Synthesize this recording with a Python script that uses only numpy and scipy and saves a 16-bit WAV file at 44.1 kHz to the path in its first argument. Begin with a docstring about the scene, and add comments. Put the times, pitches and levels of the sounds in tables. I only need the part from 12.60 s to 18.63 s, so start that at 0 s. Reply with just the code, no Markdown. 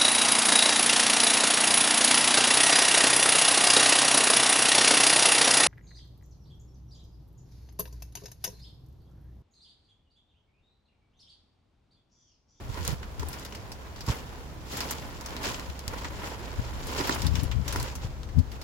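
"""Loose potting soil is shaken out of a plastic bag onto a heap on a tarp, in a garden.
Crumbs patter down in surges and a few clods thud into the heap. The soil scrapes and hisses over
the plastic film, which rustles and snaps as it buckles. Under it lies a steady garden hush;
wind rumbles on the two microphone ports and now and then buffets one of them."""
import sys
import numpy as np
from scipy import signal
from scipy.fft import rfft, irfft, next_fast_len
from scipy.io import wavfile
from scipy.ndimage import uniform_filter1d

SR = 44100
rng = np.random.default_rng(int(sys.argv[2]) if len(sys.argv) > 2 else 0)


def unload_audio(sound):
    """Save the sound as a 16-bit wav file, at the path given as the first command line argument."""
    columns = np.transpose(np.atleast_2d(sound))
    # keep every value between -1 and 1, then stretch to whole-number steps
    steps = np.round(np.clip(columns, -1, 1) * 32767)
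    wavfile.write(sys.argv[1], SR, steps.astype(np.int16))


N = 265923
TIME = np.arange(N) / SR
CUTOFF_HZ = 16000

# Soil keeps trickling between shakes. Each row: time in seconds, relative level in dB.
TRICKLE_LEVELS = [(0.0, -54.5), (0.55, -54.5), (0.8, -50), (1.3, -52.5), (1.8, -49.5), (1.97, -54),
                  (2.4, -46), (2.6, -49.5), (2.95, -49.5), (3.2, -50.5), (3.5, -44.5), (4.15, -44.5),
                  (4.6, -51.5), (5.0, -49.5), (5.5, -53.5), (5.74, -62), (6.03, -55)]
# Each shake lets go a surge. Each row: time of full flow in seconds, relative levels of fall and scrape
# in dB, then attack, hold and release in seconds. Attack and release each span 20 dB.
SURGES = [(0.173, -44.5, -55, .16, 0.011, 0.067), (0.292, -40, -46, 0.25, 0.024, 0.076),
          (0.703, -44.5, -53, 0.21, 0.033, .3), (1.491, -38, -44, 0.058, .03, .16),
          (2.121, -38.5, -44, .07, 0.12, 0.39), (2.7, -40, -54, 0.15, .03, 0.36),
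          (2.839, -35.5, -42.5, 0.053, .05, .26), (3.316, -43, -54.5, 0.15, .11, .12),
          (3.66, -39, -46.5, .17, 0.0089, 0.14), (4.382, -34.5, -41, .33, .17, .28),
          (4.771, -43, -46.5, .06, 0.044, 0.11), (5.086, -40.5, -47, 0.075, 0.18, 0.13),
          (5.435, -45.5, -52.5, 0.11, 0.022, 0.058), (5.935, -49.5, -58.5, .04, 0.03, 0.023)]
# The breeze rises and veers. Each row: time in seconds, relative level in dB, left minus right in dB.
BREEZE_LEVELS = [(0.0, -47, 1), (0.32, -43, -3), (0.6, -49, 2), (0.9, -51, -1), (2.0, -49, -1),
                 (3.25, -48, -2.5), (3.55, -45, 4), (3.7, -48.5, -5), (4.15, -41, -1.5), (4.45, -47.5, -4),
                 (4.65, -38.5, 18), (4.85, -34.5, 19), (5.1, -40.5, 11), (5.28, -43.5, -4),
                 (5.42, -43.5, 0), (5.8, -41.5, 14), (6.03, -47.5, -3)]
# Eddies hit the ports. Each row: peak time in seconds, left and right levels in dB, half-width in seconds.
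EDDY_HITS = [(0.099, -34, -25, 0.0057), (0.207, -34, -26, 0.021), (0.291, -42, -22, 0.013),
             (0.33, -34, -23.5, .015), (0.598, -28.5, -35, 0.018), (0.654, -30.5, -46, 0.041),
             (3.095, -29, -41, 0.011), (3.993, -18.5, -43, 0.0092), (4.653, -15.5, -39, 0.03),
             (4.728, -19, -35, 0.044), (4.786, -18, -39, 0.0098), (4.838, -14.5, -48, 0.014),
             (4.962, -18.5, -41, 0.015), (5, -18, -44, 0.018), (5.188, -28, -32, 0.056),
             (5.451, -22.5, -29, 0.01), (5.762, -15, -26, 0.0044), (5.79, -10, -32, 0.026)]
# Clods land. Each row: time in seconds, thud and slap in dB, contact half-width in seconds, knock in Hz.
CLOD_HITS = [(0.172, -48, -40, 0.02, 425), (0.31, -42, -47, .022, 308), (0.632, -46, -32, 0.0055, 400),
             (1.489, -16.5, -28, 0.0076, 1080), (1.505, -13.5, -55, .0068, 510),
             (3.282, -24.5, -50, 0.0047, 250), (3.339, -33, -32, 0.0051, 527),
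             (3.437, -53, -45, .0036, 893), (3.66, -29, -43, 0.02, 837), (4.391, -23, -31, 0.0069, 412),
             (4.407, -38, -25.5, 0.0055, 340), (4.496, -32, -28.5, 0.0062, 371),
             (5.161, -42, -28, 0.0031, 956)]
# The film buckles. Each row: start in seconds, then flutter, crack and brightness in relative dB.
FILM_SNAPS = [(0.25, -40, -13, 0), (0.2777, -37, -3, -1), (0.4294, -43.5, -31, -19),
              (0.595, -40.5, -32, -3.5), (0.6864, -43, -13, 4), (0.73, -42, -30, -0.5),
              (0.796, -51, -23, 0), (0.849, -40, -21, -1), (0.9238, -44, -36, -12), (0.949, -41.5, -32, -4),
              (1.1178, -40.5, -34, -3.5), (1.3604, -47.5, -40, -5.5), (1.4064, -39, -40, -3.5),
              (1.4644, -43, -22, 0), (2.1704, -36, -16, 1.5), (2.205, -29, -13, -6.5),
              (2.3086, -29.5, -12, 1.5), (2.6103, -43, -23, -3.5), (2.6608, -39, -12, -3),
              (2.7657, -39.5, -14, -8), (2.831, -40, -28, -3), (2.847, -36.5, -17, -10),
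              (2.9963, -43, -15, -14), (3.098, -47, -38, -7), (3.1924, -45.5, -17, -3),
              (3.2795, -39, -6, -5.5), (3.3837, -41.5, -38, -5.5), (3.445, -35, -35, -18),
              (4.2692, -40.5, -27, 1), (4.4725, -32.5, -24, -2), (4.545, -43, -25, 4.5),
              (4.6193, -36, -10.5, -2.5), (4.667, -33.5, -7.5, -5), (4.7545, -31.5, -28, -9),
              (4.834, -48.5, -14, 7), (4.9139, -36, -38, -11), (5.0796, -31.5, -23, -2.5),
              (5.1252, -34.5, -14, -2), (5.161, -36.5, -22, -0.5), (5.199, -36.5, -32, 0),
              (5.228, -43, -11.5, 1.5), (5.353, -39, -25, 0), (5.6325, -49, -23, -9),
              (5.6887, -51, -42, -11), (5.787, -44, -34, -3), (5.917, -45, -30, -5),
              (6.0148, -41.5, -45, -4.5)]

# The tone of each layer. Each row: frequency in Hz, relative level in dB.
CRUMB_EQ = [(120, -1.5), (200, -2.5), (255, 2.5), (340, -0.5), (480, 1), (740, -4), (990, 2), (1220, -7),
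            (1410, -3.5), (1620, -7), (1830, -6), (2300, -9), (3200, -13.5), (6000, -28)]  # dull patter on the heap
SCRAPE_EQ = [(1200, -38.5), (2200, -0.5), (3000, 4.5), (4000, 2.5), (5100, 4.5), (6200, 0), (7300, 2),
             (8500, -11.5), (12000, -43), (16000, -36)]  # soil on plastic
HISS_EQ = [(5000, -26.5), (8000, -4), (9500, 5.5), (12000, 7), (14000, -1), (16000, 4)]  # the film's fine sizzle
GARDEN_EQ = [(80, -6.5), (150, -1), (400, -6.5), (700, -9), (1000, -11), (1500, -16), (2400, -22),
             (6500, -25.5), (9000, -36), (16000, -36)]  # outdoor hush
RUMBLE_EQ = [(20, -13.5), (35, 4.5), (50, -4.5), (66, 7), (90, -5.5), (125, -5.5), (170, -19), (230, -24.5),
             (400, -34), (1000, -89)]  # turbulence on the ports
EDDY_EQ = [(25, -22), (55, -3), (85, 9), (130, -6), (170, -7), (230, -22.5), (400, -43), (1500, -65)]  # a soft bump of air
FLAP_EQ = [(50, -43), (100, 11.5), (200, -8), (270, 2), (330, -25), (600, -29.5), (1500, -87)]  # a hard eddy's rough flapping
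SLAP_EQ = [(150, -3), (300, 10.5), (600, -12), (850, 7.5), (1000, 15.5), (1200, 1), (1400, 11), (1600, -2),
           (1850, 7), (2500, -10), (5000, -5), (12000, -20)]  # a clod breaking up
FLUTTER_EQ = [(500, -10), (1000, 5), (2000, 1), (3500, -1.5), (5200, 0), (7500, -4), (9000, -13.5),
              (16000, -20)]  # the body of a snap

# Each port has its own colour. Each row: frequency in Hz, left minus right in dB.
PORT_BALANCE = [(100, -4.5), (300, -1), (700, -.5), (1200, -3.5), (2200, 1), (4400, 2.5), (8000, -1.5),
                (13000, 4.5)]
# How alike the ports sound. Each row: frequency in Hz, left-right correlation.
PORT_LIKENESS = [(60, 1), (280, 0.82), (640, 0.5), (1000, 0.11), (1400, 0.016), (16000, 0)]


def from_db(db):
    """Decibels to gain."""
    return 10 ** (np.asarray(db) / 20)


def rms_one(x):
    """Scale to unit power."""
    return x / np.sqrt(np.mean(x ** 2) + 1e-20)


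def in_time(rows):
    """Turn timed rows into one automation curve per column."""
    times, *columns = np.transpose(rows)
    return [np.interp(TIME, times, column) for column in columns]


def at_hz(points, hz):
    """Read a table on a log-frequency axis."""
    freqs, values = np.transpose(points)
    return np.interp(np.log(hz + 1), np.log(freqs), values)


def noise():
    """White noise, unrelated left and right."""
    return rng.standard_normal((2, N))


def drift(rate_hz):
    """A smooth random wobble of unit power."""
    hop, run_in = 40, 2000
    pole = np.exp(-2 * np.pi * hop * rate_hz / SR)
    steps = rng.standard_normal(N // hop + run_in + 2)
    slow = signal.lfilter([1], [1, -2 * pole, pole * pole], steps)[run_in:]
    return np.interp(np.arange(N) / hop, np.arange(len(slow)), rms_one(slow))


def colour(x, eq):
    """Minimum-phase EQ, so nothing rings ahead of a hit; white noise keeps its power."""
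    size = 2 * next_fast_len(N // 2 + SR // 8)
    hz = np.arange(size // 2 + 1) * SR / size
    gain = rms_one(from_db(at_hz(eq, hz)))
    cepstrum = irfft(np.log(gain))
    cepstrum[1:size // 2] *= 2
    cepstrum[size // 2 + 1:] = 0
    return irfft(rfft(x, size) * np.exp(rfft(cepstrum)))[..., :N]


def resonance(x, hz, width_hz):
    """A two-pole band-pass with unity gain at its peak."""
    r = np.exp(-np.pi * width_hz / SR)
    poles = [1, -2 * r * np.cos(2 * np.pi * hz / SR), r * r]
    return signal.lfilter(np.array([1, 0, -1]) * (1 - r * r) / 2, poles, x)


def grains(per_s, spread_db, t60, wash):
    """Tiny random impacts, each a dying burst; `wash` is the power share of countless finer ones."""
    hits = rng.random(N) < per_s / SR
    sizes = from_db(spread_db * np.minimum(rng.exponential(1, N), 4))
    decay = from_db(-120 / (t60 * SR))
    power = signal.lfilter([1], [1, -decay], hits * sizes ** 2 + 1e-18)
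    return noise() * np.sqrt((1 - wash) * power / power.mean() + wash)


def swell(peak_s, half_width):
    """A bell-shaped envelope of height 1."""
    return np.exp(-np.minimum(((TIME - peak_s) / half_width) ** 2, 60))


def steadied(x, window_s):
    """Level out the slow swings of a rumble, channel by channel."""
    return x / np.sqrt(uniform_filter1d(x ** 2, int(window_s * SR), axis=-1) + 1e-12)


def pour():
    """Trickle and surges add up to two envelopes in dB: soil falling, and soil sliding on the film."""
    trickle_db, = in_time(TRICKLE_LEVELS)
    fall_power = from_db(trickle_db) ** 2
    slide_power = from_db(trickle_db - 12) ** 2
    for full_s, soil_db, film_db, attack, hold, release in SURGES:
        rising = (full_s - TIME) / attack
        dying = (TIME - full_s - hold) / release
        shape_db = -20 * np.clip(np.maximum(rising, dying), 0, 10)
        fall_power += from_db(soil_db + shape_db) ** 2
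        slide_power += from_db(film_db + shape_db) ** 2
    return 10 * np.log10(fall_power), 10 * np.log10(slide_power)


def crumbs(fall_db):
    """Crumbs patter on the heap, dull and dense."""
    patter = grains(per_s=700, spread_db=1.0, t60=0.037, wash=0.17)
    return colour(patter * from_db(fall_db + 1 + drift(16)), CRUMB_EQ)


def scrape(slide_db):
    """Soil slides over the film: clustered crackle, and a fine hiss that wanes as the bag empties."""
    crackle = grains(per_s=300, spread_db=3.5, t60=0.009, wash=0.65)
    sizzle = grains(per_s=400, spread_db=4.5, t60=0.004, wash=0.65)
    clusters = from_db(2.5 * drift(42))
    body = colour(crackle * clusters * from_db(slide_db + 2.5), SCRAPE_EQ)
    hiss_db = -52 + 0.93 * (slide_db + 50) - 1.05 * TIME  # rides the slide, fading 1.05 dB a second
    return body + colour(sizzle * from_db(hiss_db), HISS_EQ)


def garden(level_db):
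    """A steady, dark bed of outdoor air."""
    return from_db(level_db) * colour(noise(), GARDEN_EQ)


def wind():
    """Turbulence rumbles on both ports; eddies strike mostly one, and the hardest flap at a higher pitch."""
    level_db, lean_db = in_time(BREEZE_LEVELS)
    pan = from_db(lean_db / 2 * np.array([[1], [-1]]))
    pan /= np.sqrt(np.mean(pan ** 2, axis=0))
    air = noise() + rng.standard_normal(N)  # half the power is common to both ports
    out = steadied(colour(air, RUMBLE_EQ), window_s=0.066) * pan * from_db(level_db + 7)
    eddy, flap = (steadied(colour(noise(), eq), window_s=0.0227) for eq in (EDDY_EQ, FLAP_EQ))
    for peak_s, left_db, right_db, half_width in EDDY_HITS:
        force_db = max(left_db, right_db) + 16.5
        flap_share = min(0.24 * from_db(0.8 * force_db), 1)
        buffet = (1 - flap_share) * eddy + flap_share * flap
        out += from_db([[left_db], [right_db]]) * swell(peak_s, half_width) * buffet
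    return out


def knock(hz, half_width):
    """Air trapped under a clod gives a hollow tone; its pitch wobbles faster for a short blow."""
    phase = 2 * np.pi * hz * TIME + rng.uniform(0, 2 * np.pi)
    return np.sqrt(2) * np.sin(phase + 1.06 * drift(0.1 / half_width))


def clods(heap_hz, heap_t60, knock_db):
    """A lump thuds into the springy heap with a knock and breaks up in a gritty slap."""
    tones, slap_envelope = np.zeros((2, N))
    age = TIME[:SR // 6]
    for hit_s, thud_db, slap_db, half_width, knock_hz in CLOD_HITS:
        start = int((hit_s - half_width) * SR)
        thud_hz = heap_hz * 2 ** rng.normal(0, 0.25)
        thud = from_db(thud_db - 60 * age / heap_t60) * np.sin(2 * np.pi * thud_hz * age)
        tones[start:start + len(age)] += thud
        contact = from_db(slap_db) * swell(hit_s, half_width)
        tones += from_db(knock_db) * contact * knock(knock_hz, half_width)
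        slap_envelope += contact
    grit = grains(per_s=800, spread_db=6.0, t60=0.0057, wash=0.11)
    return tones + colour(slap_envelope * grit, SLAP_EQ)


def small_creases(slide_db, spread_db, count):
    """Faint chance snaps, denser and louder the harder the soil slides; rows as in FILM_SNAPS."""
    odds = np.cumsum(from_db(slide_db / 2))
    draws = rng.random((count, 3))
    starts = np.searchsorted(odds, draws[:, 0] * odds[-1])
    size_db, tint_db = spread_db * (2 * draws[:, 1:].T - 1)
    level_db = slide_db[starts] + size_db
    return list(zip(starts / SR, level_db + 1.5, level_db + 15, tint_db - 14.5))


def fold_ring(x, hz, width_hz):
    """A fold rings at its own pitch and three chance ones around it, with no change in power."""
    side_hz = np.minimum(hz * 2 ** rng.normal(0, 0.65, 3), CUTOFF_HZ)
    rung = x + 0.69 * resonance(x, hz, width_hz) + sum(resonance(x, f, width_hz) for f in side_hz)
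    return rung * np.sqrt(np.sum(x ** 2) / np.sum(rung ** 2))


def snaps(folds, fold_hz, crack_trim_db, body_t60, top_t60):
    """A fold gives way with a dry crack; nearby creases follow in a ragged flutter whose top dies first."""
    age = TIME[:SR // 5]
    crack, body, top = np.zeros((3, 2, N + len(age)))
    creases = rms_one(noise() * from_db(drift(210)))
    creases = np.pad(creases, ((0, 0), (0, len(age))))
    for start_s, flutter_db, crack_db, bright_db in folds:
        hz = min(fold_hz * 2 ** (bright_db / 9), CUTOFF_HZ)  # a tighter, brighter fold rings higher
        start = int(start_s * SR)
        span = slice(start, start + len(age))
        flutter = fold_ring(creases[:, span], hz, width_hz=700)
        body[:, span] += from_db(flutter_db + 0.5 - 60 * age / body_t60) * flutter
        top[:, span] += from_db(flutter_db + bright_db + 1.5 - 60 * age / top_t60) * flutter
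        burst = rng.standard_normal((2, len(age))) * from_db(-60 * age / 0.005)
        tick = resonance(burst, hz, width_hz=0.78 * hz)
        crack[:, span] += from_db(crack_db + crack_trim_db) * tick / np.abs(tick).max()
    return colour(body[:, :N], FLUTTER_EQ) + colour(top[:, :N], HISS_EQ) + crack[:, :N]


def at_ports(pair):
    """Long waves reach both ports alike, short ones differently; each port has its own colour."""
    size = 2 * next_fast_len(N // 2 + SR // 8)
    hz = np.arange(size // 2 + 1) * SR / size
    bleed_angle = np.arcsin(at_hz(PORT_LIKENESS, hz)) / 2
    spectra = rfft(pair, size)
    blended = np.cos(bleed_angle) * spectra + np.sin(bleed_angle) * spectra[::-1]
    balance = from_db(at_hz(PORT_BALANCE, hz) / 2 * np.array([[1], [-1]]))
    return irfft(blended * balance)[:, :N]


def scene():
    """The mix: bag and heap in front, the garden behind, wind right on the microphone."""
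    fall_db, slide_db = pour()
    folds = FILM_SNAPS + small_creases(slide_db, spread_db=3.5, count=40)
    bag = scrape(slide_db) + snaps(folds, fold_hz=6640, crack_trim_db=-9, body_t60=0.083, top_t60=0.068)
    bed = garden(level_db=-47.5)
    heap = crumbs(fall_db) + clods(heap_hz=83, heap_t60=0.039, knock_db=-7)
    return at_ports(heap + bag + bed) + wind()


def record(dry):
    """The microphone sheds the deepest rumble; the top is cut steeply."""
    low_cut = signal.butter(3, 36, "high", fs=SR, output="sos")
    high_cut = signal.ellip(12, 0.1, 90, CUTOFF_HZ, fs=SR, output="sos")
    return signal.sosfilt(high_cut, signal.sosfilt(low_cut, dry))


dry = scene()
out = record(dry)
unload_audio(out)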